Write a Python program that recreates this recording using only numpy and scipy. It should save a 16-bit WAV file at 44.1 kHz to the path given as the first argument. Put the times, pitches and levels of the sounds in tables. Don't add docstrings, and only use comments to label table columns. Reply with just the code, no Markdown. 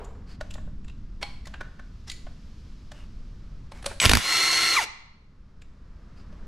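import sys
import numpy as np
from scipy import signal
from scipy.fft import rfft, irfft
from scipy.io import wavfile
from scipy.ndimage import uniform_filter1d

SR = 44100
rng = np.random.default_rng(int(sys.argv[2]) if len(sys.argv) > 2 else 0)


def file_out(sig):
    cols = np.atleast_2d(sig).T
    lim = np.clip(cols, -1, 1)
    pcm = np.round(lim * 32767).astype(np.int16)
    wavfile.write(sys.argv[1], SR, pcm)


N = 285327
TIME = np.arange(N) / SR

# f/Hz, level/dB
RUMBLE_SPECTRUM = [(20, 3), (45, -0.5), (80, -6), (120, -12), (210, -14.5), (300, -23), (430, -35.5),
                   (2000, -100)]
SHOP_SPECTRUM = [(200, -10), (420, 4.5), (800, -3.5), (1200, 0.5), (2000, -8), (3200, -20.5), (12000, -66)]
HISS_SPECTRUM = [(800, -17), (2200, 1), (5200, 2), (7500, -8.5), (9500, -16), (13000, -22), (15500, -47.5)]
CLATTER_SPECTRUM = [(330, -20), (440, -4.5), (560, -15), (1000, -15), (1500, -24.5), (12000, -58)]
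# t/s, level/dB
RUMBLE_LEVEL = [(0, -41), (.6, -35.5), (1.5, -40.5), (6.47, -39)]
SHOP_LEVEL = [(0, -62.5), (1, -66.5), (3.5, -64), (6.47, -58.5)]
HISS_LEVEL = [(0, -72.5), (.8, -72.5), (2.6, -64.5), (3.5, -68.5), (6.47, -68.5)]
# t/s, part, peak level/dB, brightness/(dB per octave), main note/Hz
KNOCKS = [(0.046, "bolt", -44, 7, 7140), (0.41, "block", -22, -2.5, 633), (0.508, "bolt", -35, 2.5, 2900),
          (0.54, "bolt", -35, 5.5, 3700), (0.554, "block", -34, -8, 620), (0.581, "block", -37, -10, 617),
          (0.674, "block", -41, -26, 537), (0.845, "bolt", -46, -3.5, 7550),
          (0.881, "bolt", -42, -2.5, 3900), (0.897, "bolt", -40.5, -2.5, 2680),
          (1.227, "tensioner", -17, -2, 2247), (1.456, "plunger", -37.5, 0.5, 1870),
          (1.471, "block", -33.5, 0, 656), (1.54, "bolt", -29, -8, 1610), (1.554, "bolt", -41, -11, 1600),
          (1.609, "block", -24, -5, 1497), (1.795, "block", -35.5, -6, 1560),
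          (2.079, "plunger", -36, 2, 5340), (2.098, "plunger", -23, 1, 4400),
          (2.116, "plunger", -29.5, 4, 2300), (2.268, "block", -33.5, -8, 665),
          (2.917, "block", -33, -0.5, 592), (3.719, "socket", -31.5, -3, 876),
          (3.826, "socket", -36, 0, 1510), (3.843, "socket", -29.5, -3, 1430),
          (3.861, "socket", -15.5, 2, 559), (3.873, "block", -29.5, -8.5, 558),
          (3.914, "socket", -29, -19, 1601), (5.619, "bolt", -35, 0, 2290),
          (6.326, "block", -41, -5.5, 606)]
STEEL_PARTS = { "block": (-15, .1, -1, [(600, 1), (1090, 0), (1480, 4), (1760, 4), (6200, 0)]),
               "bolt": (-16, 0.24, -4, [(2720, 0), (3700, -11), (7100, 2), (7600, -4.5)]),
               "tensioner": (-10.5, 0.2, -1, [(802, 3), (1001, 5.5), (2230, 0), (3240, 2), (4310, 9),
               (4470, -9), (5529, -3), (7700, -5), (9300, 2)]), "plunger": (-12.5, .35, -28, [(2003, -5),
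               (3074, -17), (3752, -14), (4301, -8), (4770, -14), (6900, -1.5), (9265, -4.5)]),
               "socket": (-17, 0.057, 0, [(560, 2.5), (4250, 1.5), (8150, 0.5), (9400, 3), (10100, 6)]), }
# f/Hz, level/dB
CONTACT_SPECTRUM = [(100, -17), (370, -1.5), (600, 2), (1600, -4), (3700, -3), (8000, -12.5), (15500, -31)]
# t/s, length/s, level/dB, squeak/Hz
SCRAPES = [(0.262, 0.11, -55, 4570), (1.211, 0.016, -43, 2270), (2.068, 0.037, -46.5, 5500),
           (2.905, .17, -57.5, 2830), (3.721, 0.11, -53, 2192), (3.87, 0.077, -45.5, 2432),
           (6.15, 0.092, -60.5, 4870)]
# multiple of shaft speed, level/dB
ROTOR_TONES = [(1, -50), (4, -38), (8, -45), (13, -28), (16, -40.5), (26, -50)]
GEAR_TONES = [(5.885, -41), (6.02, -39.5), (6.262, -33), (12.165, -35.5), (12.53, -35), (12.88, -45),
              (18.05, -42)]
BRAKE_TONES = [(4, -1.5), (8, -5), (20, -15.5)]
# f/Hz, level/dB
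CASE_SPECTRUM = [(100, -14), (450, -14), (800, -10.5), (1000, -6.5), (1600, -1), (2250, -0.5), (2950, -3.5),
                 (3400, -1), (3750, -6), (5000, -8.5), (6100, -6), (7500, -11.5), (10700, -15),
                 (13500, -22.5), (14800, -46.5)]
ANVIL_SPECTRUM = [(88, -35.5), (150, 5.5), (229, -5), (425, -14), (1670, -4.5), (3820, -7.5), (4210, -6.5),
                  (8750, -18.5), (11000, -13.5), (12900, -25), (15000, -48.5)]
# t/s, crack level/dB, thump level/dB, crack length/s
BLOWS = [(4.0174, -7, -40, .001), (4.0495, -6, -22, .002), (4.055, 1, -19, .0012), (4.0608, -1, -13, .0012),
         (4.0942, -4, -22, .002), (4.0968, -3, -14, .002), (4.1142, -4, -22, .002),
         (4.1172, -3, -18, .0014), (4.1342, -2, -13, .003), (4.152, -3.5, -13, .003),
         (4.1712, -4, -19, .002)]
# f/Hz, t60/s
GARAGE_T60 = [(150, 0.87), (700, 0.66), (1800, 0.68), (4600, 0.65), (8000, .45), (14000, 0.023)]

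START_S, LOOSE_S, BRAKE_S, STOP_S = 4.0, 4.17, 4.764, 4.842
FULL_SPEED_HZ = 335


def amp(db):
    return 10 ** (np.asarray(db) / 20)


def unit(x):
    return x / np.sqrt(np.mean(x ** 2) + 1e-20)


def read(points, hz):
    f, value = np.transpose(points)
    return np.interp(np.log(hz + 1), np.log(f + 1), value)


def curve(rows):
    return np.interp(TIME, *np.transpose(rows))


def envelope(start, attack, end, release):
    return np.clip((TIME - start) / attack, 0, 1) * np.exp(-np.maximum(TIME - end, 0) / release)


def add(mix, s, sound):
    span = mix[max(round(s * SR), 0):][:len(sound)]
    span += sound[:len(span)]


def colour(x, spectrum, size=4096):
    log_gain = np.log(amp(read(spectrum, abs(np.fft.fftfreq(size, 1 / SR)))))
    taps = np.fft.ifft(np.exp(np.conj(signal.hilbert(log_gain)))).real
    return signal.fftconvolve(x, taps[:size // 2])[:len(x)]


def burst(t, spectrum):
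    return unit(colour(rng.standard_normal(len(t)), spectrum))


def resonance(x, hz, q=5, gain_db=3):
    return x + amp(gain_db) * signal.lfilter(*signal.iirpeak(hz, q, fs=SR), x)


def wander(hz):
    f = np.fft.rfftfreq(N, 1 / SR)
    return unit(irfft(rfft(rng.standard_normal(N)) / (1 + (f / hz) ** 4), N))


def air(spectrum, level_db, likeness):
    left, other = rfft(rng.standard_normal((2, N)))
    right = likeness * left + np.sqrt(1 - likeness ** 2) * other
    pair = np.array([left, right]) * amp(read(spectrum, np.fft.rfftfreq(N, 1 / SR)))
    return unit(irfft(pair, N)) * amp(level_db)


def workshop():
    rumble = air(RUMBLE_SPECTRUM, curve(RUMBLE_LEVEL), likeness=1)
    shop = air(SHOP_SPECTRUM, curve(SHOP_LEVEL), likeness=.8)
    hiss = air(HISS_SPECTRUM, curve(HISS_LEVEL), likeness=.8)
    clatter = air(CLATTER_SPECTRUM, -43 - 85 * TIME, likeness=1)
    return rumble + shop + hiss + clatter


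def contact_colour(brightness, hollow_db):
    hz, db = np.transpose(CONTACT_SPECTRUM)
    octaves = np.clip(np.log2(hz / 1600), 0, 2.3)
    return np.transpose([hz, db + brightness * octaves + hollow_db * (hz < 1000)])


def knocks(lead_s=.012, graze_s=.0025, contact_s=.0042, shudder_s=.08):
    t, out = np.arange(round(.4 * SR)) / SR - lead_s, np.zeros(N)
    after = np.maximum(t, 0)
    for s, part, peak_db, brightness, main_hz in KNOCKS:
        ring_db, t60, hollow_db, modes = STEEL_PARTS[part]
        grit, body = rng.standard_normal((2, len(t)))
        touch = grit * np.exp(np.minimum((t - .002) / graze_s, (.002 - t) / contact_s))
        shudder = amp(-20) * body * (t > 0) * np.exp(-after / shudder_s)
        blow, ring = resonance(touch + shudder, main_hz), 0
        for hz, db in modes:
            blow = resonance(blow, hz, q=16, gain_db=db)
            cluster_hz = hz * rng.normal(1, .018, (4, 1))
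            ring += amp(db - 60 * after / t60) * np.sin(2 * np.pi * cluster_hz * after).sum(axis=0)
        note_t60 = .24 / (main_hz / 1000) ** .3
        note = np.sin(2 * np.pi * main_hz * after) * amp(-60 * after / note_t60)
        ringing = amp(ring_db) * (unit(ring) + amp(-7) * unit(note))
        knock = colour(unit(blow) + ringing, contact_colour(brightness, hollow_db))
        peak_rms = np.sqrt(uniform_filter1d(knock ** 2, size=130).max())
        add(out, s - lead_s, amp(peak_db - 8) * knock / peak_rms)
    return out


def scrapes():
    out = np.zeros(N)
    for s, length, db, hz in SCRAPES:
        count = round(length * SR)
        grains = rng.standard_normal(count) * rng.exponential(1, count)
        squeak = [(1800, -3), (hz * .85, -9), (hz, 3), (hz * 1.15, -9), (8000, -17), (15000, -36)]
        add(out, s, amp(db) * unit(colour(grains, squeak)) * signal.windows.hann(count) ** .5)
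    return out


def trigger(jolt_s=.0055, whistle_hz=7980, fall_hz_per_s=5500):
    t, out = np.arange(round(.06 * SR)) / SR, np.zeros(N)
    jolt = burst(t, [(600, -30), (1800, -11), (2700, 4), (3500, -7), (8500, -11), (14000, -45)])
    add(out, START_S, amp(-18) * jolt / (1 + (t / jolt_s) ** 8))
    whistle = np.sqrt(2) * np.sin(2 * np.pi * np.cumsum(whistle_hz - fall_hz_per_s * t) / SR)
    fade = np.exp(-t / .045) * signal.windows.tukey(len(t), .1)
    add(out, START_S + .0028, amp(-27) * whistle * fade)
    return out


def shaft_speed(loaded_hz=240, spin_up_s=.035, drag_hz=8, unscrew_s=.37, sag_hz=25, brake_hz_per_s=2450):
    driven, free, braked = (np.maximum(TIME - s, 0) for s in (START_S, LOOSE_S, BRAKE_S))
    loaded = loaded_hz * (1 - np.exp(-driven / spin_up_s))
    freed = (FULL_SPEED_HZ - drag_hz - loaded_hz) * (1 - np.exp(-free / spin_up_s))
    unscrewed = drag_hz * np.minimum(free / unscrew_s, 1)
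    eased = sag_hz * np.clip(1 + (TIME - BRAKE_S) / .07, 0, 1) ** 3
    return np.maximum(loaded + freed + unscrewed - eased - brake_hz_per_s * braked, 0)


def shaft_tones(rows, turns, slip, flutter, flutter_hz):
    out = np.zeros(N)
    for multiple, db in rows:
        strength = amp(db) * (1 + flutter * wander(flutter_hz))
        out += strength * np.cos(2 * np.pi * multiple * turns + slip * wander(flutter_hz))
    return np.sqrt(2) * out


def gear_case(x, ring_db=-5, decay_s=.0091):
    t = TIME[:2048]
    ring = unit(rng.standard_normal(len(t)) * np.exp(-t / decay_s)) / np.sqrt(len(t))
    return x + amp(ring_db) * signal.fftconvolve(x, ring)[:N]


def gear_rattle(turns, swell_s=.11, settle_db_per_s=5):
    chatter = (1 + .35 * np.cos(2 * np.pi * turns)) * amp(1.9 * wander(430))
    rattle = unit(colour(gear_case(chatter * rng.standard_normal(N)), CASE_SPECTRUM))
    grinding = amp(-27) * envelope(START_S, .025, START_S + .05, .028)
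    spin_s = LOOSE_S + .079
    spin_db = -30.5 - settle_db_per_s * (TIME - spin_s - swell_s)
    spinning = amp(spin_db) * envelope(spin_s, swell_s, BRAKE_S, .035)
    return rattle * (amp(-31) + grinding + spinning) * envelope(START_S, .014, STOP_S, .0063)


def motor():
    speed = shaft_speed() * (1 + .0008 * wander(25))
    turns, share = np.cumsum(speed) / SR, speed / FULL_SPEED_HZ
    rotor = share ** 8 * shaft_tones(ROTOR_TONES, turns, slip=.22, flutter=.15, flutter_hz=70)
    gears = share ** 13 * shaft_tones(GEAR_TONES, turns, slip=.7, flutter=.35, flutter_hz=50)
    whine = (rotor + amp(-1) * gears) * envelope(LOOSE_S, .17, BRAKE_S, .015)
    rattle = gear_rattle(turns)
    brake = shaft_tones(BRAKE_TONES, turns, slip=.35, flutter=.3, flutter_hz=130)
    braking = amp(-23) * envelope(BRAKE_S, .0039, BRAKE_S + .023, .018)
    return whine + rattle + braking * resonance(brake, hz=2200, gain_db=0)


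def socket_grind(skids_per_s=900, seated_s=4.054):
    skids = (rng.random(N) < skids_per_s / SR) * rng.standard_normal(N)
    grit = unit(colour(gear_case(skids), [(600, 2.5), (2500, 5), (4000, -8), (14000, -32)]))
    return amp(-23) * grit * envelope(START_S + .012, .035, seated_s, .003)


def hammer(ring_s=.03, thump_hz=80, thump_s=.0054, shake_s=.016):
    t, cracks, thumps = np.arange(round(.08 * SR)) / SR, np.zeros(N), np.zeros((2, N))
    for s, crack_db, thump_db, length in BLOWS:
        shape = 1 / (1 + (t / length) ** 4) + amp(-26) * np.exp(-t / ring_s)
        add(cracks, s, amp(crack_db - 10) * burst(t, ANVIL_SPECTRUM) * shape)
        push = rng.choice([-1, 1]) * np.sin(2 * np.pi * thump_hz * t) * np.exp(-t / thump_s)
        for microphone, shake_db in zip(thumps, (-13, -7)):
            shake = burst(t, [(30, 5), (230, 1.5), (700, -23), (2500, -63)]) * np.exp(-t / shake_s)
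            add(microphone, s + .002, amp(thump_db) * (push + amp(shake_db) * shake))
    return cracks, thumps * amp([[0], [1.5]])


def garage(x, near_db, tail_db):
    hz, frame_s, bands = signal.stft(rng.standard_normal((2, SR)), SR, nperseg=256)
    decay = amp(-60 * frame_s / read(GARAGE_T60, hz)[:, None])
    t = TIME[:SR]
    tail = signal.istft(bands * decay, SR, nperseg=256)[1][:, :SR] * (1 - np.exp(-t / .00099))
    near = rng.standard_normal((2, SR)) * (rng.random((2, SR)) < .03) * np.exp(-t / .014) * (t > .001)
    near = signal.lfilter([1, -.7], [1], near)
    echo = (amp(near_db) * unit(near) + amp(tail_db) * unit(tail)) / np.sqrt(SR)
    return x + signal.fftconvolve(x[None], echo, axes=1)[:, :N]


def from_right(x, delay_samples, widen_hz=13800):
    hz = np.fft.rfftfreq(N, 1 / SR)
    lag = 2 * np.pi * hz * delay_samples / SR + (hz / widen_hz) ** 6
    return np.array([irfft(rfft(x[0]) * np.exp(-1j * lag), N), x[1]])


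def scene():
    cracks, thumps = hammer()
    strikes = garage(cracks + trigger() + socket_grind(), near_db=-14, tail_db=-18)
    running = garage(motor(), near_db=-12.5, tail_db=-16.5)
    wrench = from_right(running + strikes, delay_samples=.4) + thumps
    parts = from_right(garage(knocks() + scrapes(), near_db=-15, tail_db=-17.5), delay_samples=.15)
    return amp(16) * wrench + parts + workshop()


def record(dry, threshold_db=-22, deepest_cut_db=14, recover_db_per_s=8.5, ceiling=.9, edge_hz=15700):
    power_db = 10 * np.log10(abs(uniform_filter1d((dry ** 2).mean(0), size=200)) + 1e-12)
    excess_db = np.clip(power_db - threshold_db, 0, deepest_cut_db)
    recovery_db = recover_db_per_s * TIME
    cut_db = np.maximum.accumulate(excess_db + recovery_db) - recovery_db
    clipped = np.clip(dry * amp(-cut_db), -ceiling, ceiling)
    lowpass = signal.firwin(511, edge_hz, window=("kaiser", 9), fs=SR)
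    return signal.oaconvolve(clipped, lowpass[None], "same")


dry = scene()
out = record(dry)
file_out(out)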